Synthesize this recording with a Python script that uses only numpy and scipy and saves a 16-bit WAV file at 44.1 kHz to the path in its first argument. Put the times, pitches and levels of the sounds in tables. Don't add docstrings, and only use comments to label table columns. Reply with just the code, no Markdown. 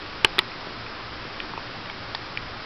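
import sys
import numpy as np
from scipy import signal
from scipy.fft import rfft, irfft
from scipy.io import wavfile
from scipy.ndimage import uniform_filter1d

SR = 44100
rng = np.random.default_rng(int(sys.argv[2]) if len(sys.argv) > 2 else 0)


def output_pcm(signal):
    pcm = np.clip(np.atleast_2d(signal).T, -1, 1) * 32767
    wavfile.write(sys.argv[1], SR, np.round(pcm).astype(np.int16))


def boost(x):
    u = np.asarray(x, float) / 20
    return 10 ** u


N = 116865

SNAP_ATTACK_S, TICK_ATTACK_S = 0.0004, 0.00055


def walk(rate_hz):
    k = int(SR / rate_hz)
    steps = np.repeat(rng.standard_normal(N // k + 1), k)
    smooth = uniform_filter1d(uniform_filter1d(steps, k), k)
    return 0.77 * smooth[:N]


def shaped(gain):
    f = np.maximum(np.fft.rfftfreq(N, 1 / SR), 1)
    x = irfft(rfft(rng.standard_normal(N)) * gain(f), N)
    return x / x.std()


def hiss():
    # pitch_hz, level_db (per Hz)
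    hiss_curve = [(15, -32.5), (60, -19.5), (140, -9), (300, -6.5), (700, -7), (1400, -6), (3000, -12),
                  (5200, -13.5)]
    level_db, swell_db, flicker_db = -36, 0.15, 0.4
    hz, db = np.array(hiss_curve).T
    swell = swell_db * walk(1.5)
    octaves = np.log2(np.maximum(np.fft.rfftfreq(N, 1 / SR), 1))
    spectrum = rfft(rng.standard_normal(N)) * boost(np.interp(octaves, np.log2(hz), db))
    out = 0
    for octave in range(14):
        band = irfft(spectrum * np.maximum(1 - abs(octaves - octave), 0), N)
        out = out + band * boost(swell + flicker_db * walk(9))
    return out / out.std() * boost(level_db)


def motor():
    # pitch_hz, width_hz, level_db
    hum_bands = [(25.8, 7.3, -52), (57, 3.8, -55), (76, 5, -57), (111.5, 18, -49.5), (169.6, 11, -54.5),
                 (230.2, 5.5, -57.5), (305.7, 12, -55), (379.4, 18, -55), (1230, 350, -48.5)]
    whine_hz, whine_db = 5012, -59
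    drifting_hz = whine_hz + 2 * walk(2.7)
    out = boost(whine_db + 2.5) * np.sin(2 * np.pi * np.cumsum(drifting_hz) / SR)
    for hz, width, db in hum_bands:
        out = out + boost(db) * shaped(lambda f: np.exp(-((f - hz) / width) ** 2))
    return out


def room(x):
    level_db, t60_s, dull_hz = -24, 0.074, 2500
    t = np.arange(int(0.25 * SR)) / SR
    scatter = shaped(lambda f: 1 / (1 + (f / dull_hz) ** 2))[:len(t)]
    tail = scatter * boost(-60 * t / t60_s) * np.minimum(t / 0.001, 1)
    tail = tail / np.sqrt(np.sum(tail ** 2))
    return signal.fftconvolve(x, tail)[:N] * boost(level_db)


def add(out, start_s, sound):
    i = int(start_s * SR)
    out[i:i + len(sound)] += sound[:N - i]


def ring(hz, t60_s, attack_s):
    t = np.arange(int(0.08 * SR)) / SR
    rise = 1 - np.exp(-(t / attack_s) ** 2)
    return rise * boost(-60 * t / t60_s) * np.sin(2 * np.pi * hz * t)


def crack(hz):
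    level_db, t60_s = -19, 0.011
    t = np.arange(int(0.012 * SR)) / SR
    band = signal.butter(1, [hz / 2, hz * 2], "band", fs=SR)
    tear = signal.lfilter(*band, rng.standard_normal(len(t)))
    return tear / tear.std() * np.minimum(t / SNAP_ATTACK_S, 1) * boost(level_db - 60 * t / t60_s)


def pop(from_hz, to_hz, hold_s):
    attack_s, t60_s, curve = 0.00058, 0.0026, 0.59
    t = np.arange(int(0.02 * SR)) / SR
    hz = from_hz + (to_hz - from_hz) * np.minimum(t / hold_s, 1) ** curve
    shape = np.minimum(t / attack_s, 1) * boost(-60 * np.maximum(t - hold_s, 0) / t60_s)
    return shape * np.sin(2 * np.pi * np.cumsum(hz) / SR)


def cat():
    # start_s, level_db, from_hz, to_hz, hold_s
    pops = [
        (.2461, -.8, 1300, 3250, .0026),
    ]
    # start_s, level_db, pitch_hz, t60_s
    first_snap = [(0.246, -8.5, 402, 0.026), (.2465, -32, 113, 0.12), (.2466, -20, 3950, .01),
                  (.2462, -20, 1590, .012), (.2465, -9.5, 884, .02), (.2468, -10, 4540, .012),
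                  (0.2486, -2, 1590, .01), (.2488, -10.5, 2980, .014), (.2492, -13.5, 1134, .016),
                  (.2495, -9, 4060, .01), (.2497, -18, 5320, .012), (0.2518, -27.5, 2960, 0.0055),
                  (.2535, -22, 1025, .016), (.2552, -28, 2450, .014)]
    # start_s, level_db, pitch_hz, t60_s
    second_snap = [(.3826, -19.5, 399.6, 0.049), (.3832, -8, 1280, 0.0064), (.3834, -8.5, 2500, 0.0092),
                   (.3838, -9.5, 3330, 0.0076), (.3842, -15, 1880, .014), (.386, -36.5, 1920, .012),
                   (.3896, -2.5, 3496, 0.012), (.3897, -6.5, 3934, 0.013), (.3897, -6, 1970, 0.013),
                   (.3899, -4, 2420, 0.0088), (.3902, -12, 2750, 0.017), (.3896, -11.5, 4675, 0.012),
                   (.39, -18, 4990, 0.015), (.3903, -11, 1298, .016), (.3905, -21.5, 374, 0.045),
                   (.3925, -18, 2340, 0.029), (.3942, -10, 3050, 0.011), (0.3949, -37, 1940, 0.012),
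                   (.3935, -14.5, 994, .014)]
    # start_s, level_db, pitch_hz, t60_s
    ticks = [(0.517, -24, 2440, 0.011), (.671, -18.5, 520, .008), (.6715, -31, 1100, .006),
             (.664, -44.5, 610, 0.01), (.864, -22, 2410, .01), (1.4014, -14.5, 2370, .01),
             (1.4024, -13.5, 3150, .008), (1.4032, -17.5, 1830, 0.0088), (1.5363, -15, 993, 0.0096),
             (1.577, -14, 960, 0.011), (1.5777, -24.5, 415, 0.018), (1.5775, -20, 2540, 0.0068),
             (1.857, -28.5, 1910, 0.016), (1.858, -22.5, 2900, 0.0085), (1.8973, -14, 1707, 0.0047),
             (1.8988, -21.5, 2250, 0.017), (1.8993, -17, 3150, .007), (1.9, -23.5, 893.8, 0.015),
             (2.1482, -14, 900, .011), (2.1488, -5, 3600, 0.0042), (2.1505, -20.5, 1810, 0.016),
             (2.151, -12.5, 4580, 0.0077), (2.1502, -38, 1096, 0.01182), (2.3734, -15, 2347, 0.021),
             (2.3731, -18.5, 1854, 0.011), (2.3732, -13, 2870, 0.0052), (2.3733, -23.5, 4430, .006)]
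    out = np.zeros(N)
    for start_s, db, from_hz, to_hz, hold_s in pops:
        add(out, start_s, boost(db) * pop(from_hz, to_hz, hold_s))
    groups = [(first_snap, SNAP_ATTACK_S), (second_snap, SNAP_ATTACK_S), (ticks, TICK_ATTACK_S)]
    for cavities, attack_s in groups:
        for start_s, db, hz, t60_s in cavities:
            add(out, start_s, boost(db) * ring(hz, t60_s, attack_s))
            add(out, start_s, boost(db) * crack(hz))
    return out


def scene():
    tongue = cat()
    return (tongue + room(tongue) + hiss() + motor())[None]


def top_cut(x):
    return signal.sosfilt(signal.butter(12, 16530, fs=SR, output="sos"), x)


def record(dry):
    band_hz, edge_hz, edge_db = 5000, 6290, -44
    image_hz, image_db = 6012, -82
    offset, clip, top_hz = -0.0027, 0.72, 15900
    f = np.fft.rfftfreq(N, 1 / SR)
    slope = np.clip((f - band_hz) / (edge_hz - band_hz), 0, 1) ** 2.05
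    edge = boost(edge_db * slope) * (f < edge_hz)
    image = boost(image_db) * np.sin(2 * np.pi * image_hz * np.arange(N) / SR)
    x = irfft(rfft(dry) * edge, N) + image
    x = np.clip(x + offset, -clip, clip)
    x = signal.sosfiltfilt(signal.butter(10, top_hz, fs=SR, output="sos"), x)
    return top_cut(x)


dry = scene()
out = record(dry)
output_pcm(out)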